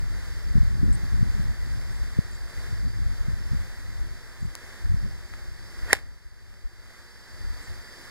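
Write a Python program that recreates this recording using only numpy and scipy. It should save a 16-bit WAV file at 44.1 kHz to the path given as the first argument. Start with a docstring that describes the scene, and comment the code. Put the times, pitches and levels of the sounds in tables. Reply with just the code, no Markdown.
"""A golfer swings an iron and strikes the ball on an open meadow, a few metres from a small camera.
The shaft whooshes in, the head tears the grass, and the strike cracks over a hollow knock. Far off,
trees hiss, a machine drones and insects shrill; a cricket sings nearer, a small bird calls thinly, dry
stalks and the grip tick. Wind rumbles on the microphone. The crack overloads the recorder, whose gain
ducks and creeps back."""
import sys
import numpy as np
from scipy import signal
from scipy.fft import rfft, irfft, next_fast_len
from scipy.io import wavfile
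from scipy.ndimage import map_coordinates

SR = 44100
rng = np.random.default_rng(int(sys.argv[2]) if len(sys.argv) > 2 else 0)


def dump_mix(stems):
    """Bounce the given channels to the path in sys.argv[1] as a 16-bit WAV at rate SR."""
    frames = np.atleast_2d(stems).T  # one column per channel
    limited = np.clip(frames, -1, 1)  # hard clip at full scale
    pcm = np.round(limited * 32767).astype(np.int16)
    wavfile.write(sys.argv[1], SR, pcm)


N = 357210

# How the camera body shapes sound at its two microphone ports. Each row: frequency in Hz, left-right
# correlation, phase lead of the left in radians, pan in dB (left over right, here and below).
MIC_PORTS = [(200, 0.086, 0, -2), (700.05, 0.71, 0.2577, -1), (1207, 0.924, .5, -1.19),
             (1723, 0.96, 0, -1.2688), (2065, 1, -0.84, -3), (2394, 0.453, -2.5, -2), (2709, 0.99, -3, 0.5),
             (3057, 1, -3, -3.5), (3430, 0.626, -2, 3.9), (4042, 0.7089, -1.63, -3), (4700, 0.688, 0.6, 2),
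             (5164, 0.4, 1.5, -1.5), (6070, 0.5, 3.5, 1.5), (7000, 0.0589, 7.5, -2),
             (7920, 0.7515, 8, 2.33), (8600, .1, 8, 0.5), (9480, 0.6, 12.5, -0.5), (10964, 0.646, 15, 1.37),
             (13151, 0.09707, 21, 0)]
# Distant trees and open air. Each row: frequency in Hz, relative density in dB.
TREE_SPECTRUM = [(30, -1), (120, -2.5), (340, -4.5), (500, -4.5), (750, -7), (1100, -6), (1400, -3.5),
                 (1700, 1.04), (2000, -0.5), (2400, -11), (2850, -12), (3400, -11.5), (4000, -11),
                 (6000, -13), (7300, -14.5), (9000, -17.5), (12500, -20.5), (15000, -28)]
# The breeze in those trees. Each row: time in seconds, level in dB.
TREE_LEVELS = [(0, -46.5), (1.5, -46.5), (3, -47), (4.2, -48.5), (5.5, -48), (6.5, -46.5), (8.1, -47.5)]
# Far insect choruses. Each row: centre in Hz, half-width in Hz, relative level in dB, pan in dB.
CHORUS_BANDS = [(4674, 270, -1, -1), (4958.4, 438, -3, -4.5), (6646.4, 167, -25.5, 0)]
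# Their rise and fall. Each row: time in seconds, level in dB.
CHORUS_LEVELS = [(0, -57.5), (2.8, -56), (4.3, -60), (5.2, -58.5), (6.6, -54), (8.1, -54)]
# The nearer cricket's trills. Each row: start in seconds, level in dB.
CRICKET_TRILLS = [(0.28, -61), (1.04, -67), (1.71, -61), (2.59, -60.5), (3.34, -60.5), (4.16, -65.5),
                  (4.94, -61), (5.62, -61.5), (6.4, -63), (7.08, -62), (7.86, -64)]
# Bird notes from the trees. Each row: start in seconds, length in seconds, lowest pitch in Hz,
# level in dB, roughness as a share of the pitch.
BIRD_NOTES = [(0.9248, 0.0154, 7320, -45.5, 0.0085), (0.9387, 0.0168, 8230, -47, 0.0071),
              (1.907, 0.0829, 7311, -62, 0.01929), (2.301, 0.07, 6949, -57.5, 0.0101),
              (4.394, .074, 6959, -62, 0.007604), (7.615, 0.053, 7210, -58.5, 0.091)]
# The steady draught on the microphone. Each row: time in seconds, level in dB.
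DRAUGHT_LEVELS = [(0, -28.5), (.45, -32), (1.0, -33.5), (1.9, -32), (2.4, -34.5), (3.72, -32.5),
                  (3.85, -48), (4.75, -45.5), (5.2, -36.5), (5.55, -41), (6.3, -36.5), (7.1, -44.5),
                  (8.1, -48)]
# Gusts on top of it. Each row: crest in seconds, level in dB, seconds to fall 10 dB (sign ignored).
WIND_GUSTS = [(.57, -16.5, -0.024), (.63, -25.5, -0.38), (.765, -40.5, 0.39), (.836, -21.5, 0.1857),
              (.888, -23, -0.02), (.965, -30.5, 0.07), (1.06, -22, 0.0755), (1.13, -21.5, 0.0222),
              (1.22, -20, 0.1116), (1.385, -23, 0.08), (1.47, -28, -0.04), (1.62, -30, -0.41),
              (2.58, -27.5, -0.01), (2.70, -31.5, 0.18), (2.78, -26.5, 0.0878), (2.88, -28.5, -0.0343),
              (3.03, -26, 0.14), (3.29, -25, 0.0726), (3.385, -30, 0.0732), (3.461, -28, 0.014),
              (3.54, -26.5, 0.07), (3.635, -30, 0.07), (3.895, -38.5, -0.25), (3.968, -31, -0.2652),
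              (4.44, -25, -0.0478), (4.86, -27, 0.0469), (4.93, -24.5, 0.0438), (4.99, -24, 0.1161),
              (5.07, -30.5, 0.0875), (5.44, -37, 0.21), (5.62, -31.5, -0.02), (5.78, -34, 0.0285),
              (5.9, -34.5, -0.1), (6.08, -29.5, 0.1), (6.52, -33, 0.08), (6.81, -35, 0.07),
              (7.455, -34.5, 0.18), (7.71, -37, -0.06), (7.79, -38.5, 0.05)]
# Slow buffeting and finer turbulence at the ports. Each row: frequency in Hz, relative density in dB.
BUFFET_SPECTRUM = [(8, -54), (22, -0.5), (55, 1), (85, -4), (120, -9), (220, -50), (450, -63), (900, -100)]
TURBULENCE_SPECTRUM = [(40, -38), (120, -0.5), (200, -6.5), (300, -14.5), (480, -31), (900, -55.5),
                       (2000, -100)]
# Single eddies that thump the ports. Each row: time in seconds, peak in dB, width in seconds.
EDDY_THUMPS = [(.556, -10, 0.00245), (.56, -10.5, 0.0065), (0.583, -9.5, 0.00249), (.612, -7.5, 0.00594),
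               (0.632, -12.5, 0.00273), (.653, -13, 0.0046), (.679, -13, 0.0053), (.756, -19.5, 0.0045),
               (.832, -12, 0.001884), (.838, -11.5, 0.00896), (.843, -16, 0.001756), (.853, -15, 0.00317),
               (.887, -14, 0.0034), (1.035, -17.5, 0.003631), (1.146, -15.5, 0.00868), (1.195, -12.5, .006),
               (1.213, -13.5, .004), (1.23, -8.5, 0.00271), (1.276, -16, 0.00458), (1.302, -14.5, .006),
               (1.349, -18, 0.005627), (1.399, -14, 0.00289), (1.461, -21, 0.0036), (1.595, -19.5, 0.0057),
               (2.02, -18.5, 0.00595), (2.171, -24.5, 0.0036), (2.187, -19, 0.00115), (2.191, -6, 0.00274),
               (2.729, -21, 0.00372), (2.833, -21, 0.0068), (2.965, -19.5, 0.0043), (3.026, -16.5, 0.0056),
               (3.067, -17, 0.0058), (3.213, -15.5, 0.0061), (3.286, -14, 0.00271), (3.301, -17, 0.0037),
               (3.341, -16, 0.0057), (3.519, -12.5, 0.0039), (3.535, -15.5, 0.00245),
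               (3.549, -17.5, 0.00268), (4.02, -22.5, 0.0071), (4.429, -18, 0.00274),
               (4.453, -15.5, 0.00344), (4.9, -13, 0.00447), (4.913, -14.5, 0.00455),
               (4.945, -12, 0.003219), (5.834, -20, 0.0072), (6.265, -20.5, 0.0073), (6.659, -12.5, 0.0094),
               (7.507, -25, 0.007137), (7.73, -23.5, 0.0069)]
# Ticks of dry stalks and the grip. Each row: start in seconds, level in dB, pitch in Hz, t60 in seconds.
TICKS = [(4.553, -6.5, 8050, 0.000242), (4.554, -51.5, 1400, 0.002966), (5.336, -31.5, 1751, 0.00393),
         (5.3384, -25.5, 1894, 0.0045), (6.541, -24.5, 1892, 0.00148)]
# Air rushing past the club, and grass tearing. Each row: frequency in Hz, relative density in dB.
RUSH_SPECTRUM = [(100, -28), (300, -2), (600, -5), (1150, -7), (1600, 0), (1950, 2.5), (2400, -18),
                 (3200, -17), (8000, -62)]
GRASS_SPECTRUM = [(1000, -18.5), (2500, 6), (4000, -1.5), (5100, 0), (5900, -7.5), (7200, -3.5),
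                  (10000, -8.5), (13000, -9), (16000, -34.5)]
# The bright crack of the club face. Each row: frequency in Hz, relative density in dB.
CRACK_SPECTRUM = [(300, -19.5), (900, 8), (1700, 0.5), (2800, -3.5), (4200, -3.5), (5300, -3.5),
                  (6800, -11), (8100, -12), (9400, -4.5), (10400, -13.5), (13000, -14), (16000, -19.5)]
# The strike's tone: a low hollow knock coloured by the ground, with club and ball ringing above.
# Each row: frequency in Hz, level in dB, t60 in seconds, pan in dB.
STRIKE_TONE = [(485, -11.5, .011, 2.5), (610, -16.5, .014, 0), (795, -19, .028, 2), (1000, -23, .028, 1),
               (1590, -19.5, 0.013, 5.5), (1752, -6.5, .015, 1), (1911.4, -3, 0.01197, -3.5),
               (2110, -7.5, 0.0106, -9), (2950, -15.5, .007, -3.5), (3734, -18.5, 0.0125, 9.5),
               (5217.8, -14, 0.0109, -5.5), (6440, -11, .0055, -1.5), (6980, -9.5, .0055, 9.5),
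               (9380, -1.5, .004, 1), (11550, -13.5, .007, 3.5)]
# The strike on turf and ball, then fainter echoes and bits of turf landing. Each row: start in seconds,
# gain in dB, relative level of the crack in dB, low-pass cutoff in Hz.
STRIKE_EVENTS = [(5.9262, -14, -8.5, 1500), (5.9291, -15, -1.5, 7020), (5.9306, 5.5, -5.5, 19000),
                 (5.951, -20, -12.5, 5000), (5.968, -27, -17, 3002), (5.9887, -24.5, -20, 3003)]

TIME = np.arange(N) / SR
SPLIT = np.array([[.5], [-.5]])  # shares a level or phase gap between left and right
OPPOSED = np.array([[1], [-1]])  # the right channel in opposite polarity


def amp(db):
    """Decibels to gain."""
    return 10 ** (np.asarray(db) / 20)


def unit(x):
    """Scale to rms 1."""
    return x / np.sqrt(np.mean(x ** 2) + 1e-20)


def along(rows, hz, column=1):
    """One column of a frequency table, read on a log axis."""
    columns = np.transpose(rows)
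    return np.interp(np.log(hz + 1), np.log(columns[0] + 1), columns[column])


def level_curve(rows):
    """A table of times and levels as one level per sample."""
    return np.interp(TIME, *np.transpose(rows))


def wobble(rate):
    """A smooth random curve, rate knots a second."""
    knots = rng.standard_normal(int(N * rate / SR) + 4)
    return map_coordinates(knots, [TIME * rate])


def swell(crest_s, rise_db_per_s, fall_db_per_s):
    """A gain that climbs to 1 at the crest and dies away after it."""
    t = TIME - crest_s
    return amp(-np.abs(t) * np.where(t < 0, rise_db_per_s, fall_db_per_s))


def tone(hz):
    """A sine of rms 1 that follows a pitch given for each sample."""
    return np.sqrt(2) * np.sin(2 * np.pi * np.cumsum(hz) / SR)


def filtered(x, response):
    """x times a response of frequency."""
    size = next_fast_len(N + SR // 2)
    return irfft(rfft(x, size) * response(np.fft.rfftfreq(size, 1 / SR)), size)[..., :N]


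def noise(spectrum):
    """Coloured noise of rms 1."""
    return unit(filtered(rng.standard_normal(N), lambda hz: amp(along(spectrum, hz))))


def placed(x, pan_db, lead_ms):
    """A sound that is louder and earlier on the left by these amounts."""
    return amp(SPLIT * pan_db) * filtered(x, lambda hz: np.exp(2j * np.pi * hz * SPLIT * lead_ms / 1000))


def through_ports(x):
    """Direct sound at the microphone: the camera body delays each frequency by its own amount."""
    return filtered(x, lambda hz: np.exp(1j * SPLIT * along(MIC_PORTS, hz, column=2)))


def diffuse(spectrum):
    """Stereo noise of rms 1 that reaches the microphone from all sides."""
    mid = filtered(noise(spectrum), lambda hz: np.sqrt((1 + along(MIC_PORTS, hz)) / 2))
    side = filtered(noise(spectrum), lambda hz: np.sqrt((1 - along(MIC_PORTS, hz)) / 2))
    ports = through_ports([mid + side, mid - side])
    return unit(filtered(ports, lambda hz: amp(SPLIT * along(MIC_PORTS, hz, column=3))))


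def far_machine(hz=360, waver_hz=10, level_db=-67):
    """The faint, wavering drone of a machine a long way off."""
    return amp(level_db + 2.5 * wobble(7.1)) * tone(hz + waver_hz * wobble(17))


def trees():
    """The breeze hisses in distant trees all round the microphone."""
    return amp(level_curve(TREE_LEVELS) + 0.827 * wobble(6.5)) * diffuse(TREE_SPECTRUM)


def insect_choruses(trim_db=-3):
    """Far across the meadow, many insects blur into narrow bands of noise."""
    level_db = level_curve(CHORUS_LEVELS) + trim_db
    chorus = np.zeros((2, N))
    for centre, width, db, pan_db in CHORUS_BANDS:
        band = unit(filtered(rng.standard_normal(N), lambda hz: 0.25 ** (((hz - centre) / width) ** 2)))
        chorus += amp(level_db + db + 0.59 * wobble(16)) * placed(band, pan_db, lead_ms=0.0283)
    return chorus


def cricket(hz=5290, waver_hz=45, strokes_per_s=23.4, trill_s=0.2368, fade_s=0.04):
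    """One nearer cricket, right of the microphone, sings trills of five or six wing strokes."""
    trills = np.zeros(N)
    for start, db in CRICKET_TRILLS:
        to_edge_s = np.minimum(TIME - start, start + trill_s - TIME)
        trills += amp(db) * np.clip(to_edge_s / fade_s, 0, 1)
    strokes = (1 - np.cos(2 * np.pi * strokes_per_s * TIME)) / 2
    wings = tone(hz + waver_hz * wobble(60)) * amp(0.899 * wobble(26))
    return placed(trills * strokes * wings, pan_db=-8, lead_ms=0.02375)


def bird(start_hz=10800, end_hz=8920, throat_hz=8560, throat_width_hz=420, throat_db=5.5, flutter_db=3):
    """Thin notes from the trees to the left scoop down and partly back up; a rough one buzzes."""
    calls, jitter = np.zeros(N), wobble(1500)
    for start, length, low_hz, db, roughness in BIRD_NOTES:
        u = np.clip(2 * (TIME - start) / length - 1, -1, 1)  # -1 to 1 across the note
        top_hz = np.where(u < 0, start_hz, end_hz)
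        hz = low_hz + (top_hz - low_hz) * np.abs(u) ** 1.8  # a higher power flattens the scoop
        resonance_db = throat_db * np.exp(-((hz - throat_hz) / throat_width_hz) ** 2)
        calls += amp(db + resonance_db) * (1 - u ** 4) * tone(hz * (1 + roughness * jitter))
    return placed(calls * amp(flutter_db * wobble(200)), pan_db=3.5, lead_ms=0.0334)


def wind_level(rise_share=0.703):
    """Wind strength in dB: each gust builds faster than it dies and adds its power to the draught."""
    power = amp(level_curve(DRAUGHT_LEVELS)) ** 2
    for crest, db, fall_s in WIND_GUSTS:
        u = (TIME - crest) / np.where(TIME < crest, rise_share * fall_s, fall_s)
        power += amp(db - 10 * u * u) ** 2
    return 10 * np.log10(power)


def wind_on_microphone(strong_db=-20, turbulence_db=-11, growth=1.726, flutter_db=2, common_db=-23):
    """Wind rumbles wide, left and right in opposite polarity; strong gusts add finer turbulence."""
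    level_db = wind_level() + flutter_db * wobble(21)
    fine_db = strong_db + turbulence_db + growth * (level_db - strong_db) + flutter_db * wobble(24.912)
    rumble = amp(level_db) * noise(BUFFET_SPECTRUM) + amp(fine_db) * noise(TURBULENCE_SPECTRUM)
    for centre, db, width in EDDY_THUMPS:
        u = (TIME - centre) / width
        rumble += amp(db) * (1 - 2 * u * u) * np.exp(-u * u)  # one pulse with a dip on either side
    common = amp(level_db + common_db) * noise(BUFFET_SPECTRUM)  # the same in both channels
    return placed(rumble, pan_db=1, lead_ms=0.3414) * OPPOSED + common


def stalk_and_grip_ticks(splinter_db=-23, splinter_t60=0.0073, cutoff_hz=12800):
    """Each tick is a few cycles of ringing with a trace of splintering behind it."""
    ticks = np.zeros(N)
    for start, db, hz, t60 in TICKS:
        t = np.maximum(TIME - start, 0)
        ring = np.sin(2 * np.pi * hz * t) * amp(-60 * t / t60)
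        splinters = (t > 0) * amp(splinter_db - 60 * t / splinter_t60) * rng.standard_normal(N)
        ticks += amp(db) * (ring + splinters)
    ticks = filtered(ticks, lambda hz: 1 / np.sqrt(1 + (hz / cutoff_hz) ** 12))
    return placed(ticks, pan_db=1, lead_ms=0.355) * OPPOSED


def shaft_whistle(crest_s=5.908, width_s=0.008, level_db=-29, crest_hz=1854, rise_hz_per_s=20000):
    """The shaft sheds uneven vortices: a brief, ragged tone that rises as the club accelerates."""
    t = TIME - crest_s
    hz = crest_hz + rise_hz_per_s * t + 130 * wobble(700)
    return through_ports(amp(level_db) * np.exp(-(t / width_s) ** 2) * tone(hz))


def swing(rush_db=-35.5, grass_db=-35.5):
    """A few metres off, air rushes past the club, the shaft whistles and the head rips the grass."""
    rush = swell(crest_s=5.911, rise_db_per_s=254, fall_db_per_s=127.5) * diffuse(RUSH_SPECTRUM)
    grass = swell(crest_s=5.94, rise_db_per_s=269, fall_db_per_s=267.5) * diffuse(GRASS_SPECTRUM)
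    return amp(rush_db) * rush + shaft_whistle() + amp(grass_db + 1.4 * wobble(600)) * grass


def strike(crack_t60=0.0055, attack_s=0.000506, radiate_hz=320):
    """The strike cracks over a hollow, ringing knock; duller echoes and falling bits of turf follow."""
    t = np.arange(SR // 10) / SR
    knock = sum(amp(db + SPLIT * pan_db - 60 * t / t60) * np.sin(2 * np.pi * hz * t)
                for hz, db, t60, pan_db in STRIKE_TONE)
    knocks, cracks = np.zeros((2, N)), np.zeros((2, N))
    for start, db, crack_db, cutoff_hz in STRIKE_EVENTS:
        soften = signal.butter(1, cutoff_hz, fs=SR, output="sos")
        onset = amp(db) * (1 - np.exp(-t / attack_s))
        crack = amp(crack_db - 60 * t / crack_t60) * diffuse(CRACK_SPECTRUM)[:, :len(t)]
        first = round(start * SR)
        knocks[:, first:first + len(t)] += signal.sosfilt(soften, onset * knock)
        cracks[:, first:first + len(t)] += signal.sosfilt(soften, onset * crack)
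    # the strike carries no deep bass
    low_cut = signal.butter(2, radiate_hz, "highpass", fs=SR, output="sos")
    return signal.sosfilt(low_cut, cracks - through_ports(knocks))


def scene():
    """The windy meadow and the golfer, as they reach the microphone."""
    meadow = far_machine() + trees() + insect_choruses() + cricket() + bird()
    return meadow + wind_on_microphone() + stalk_and_grip_ticks() + swing() + strike()


def gain_control(x, range_db=11.5, hold_s=0.454, release_db_per_s=10.5, smoothing_s=0.0827):
    """An overload pulls the recorder's gain down; after a hold it creeps back."""
    overload = np.abs(x).max(axis=0) > 1
    since_overload_s = TIME - np.maximum.accumulate(np.where(overload, TIME, -np.inf))
    duck_db = np.clip(range_db - release_db_per_s * (since_overload_s - hold_s), 0, range_db)
    pole = np.exp(-1 / (smoothing_s * SR))
    return x * amp(-signal.lfilter([1 - pole], [1, -pole], duck_db))


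def record(dry):
    """The camera ducks its gain, clips at full scale and keeps nothing above 15.8 kHz."""
    clipped = np.clip(gain_control(dry), -1, 1)
    return filtered(clipped, lambda hz: hz < 15800)


dry = scene()
out = record(dry)
dump_mix(out)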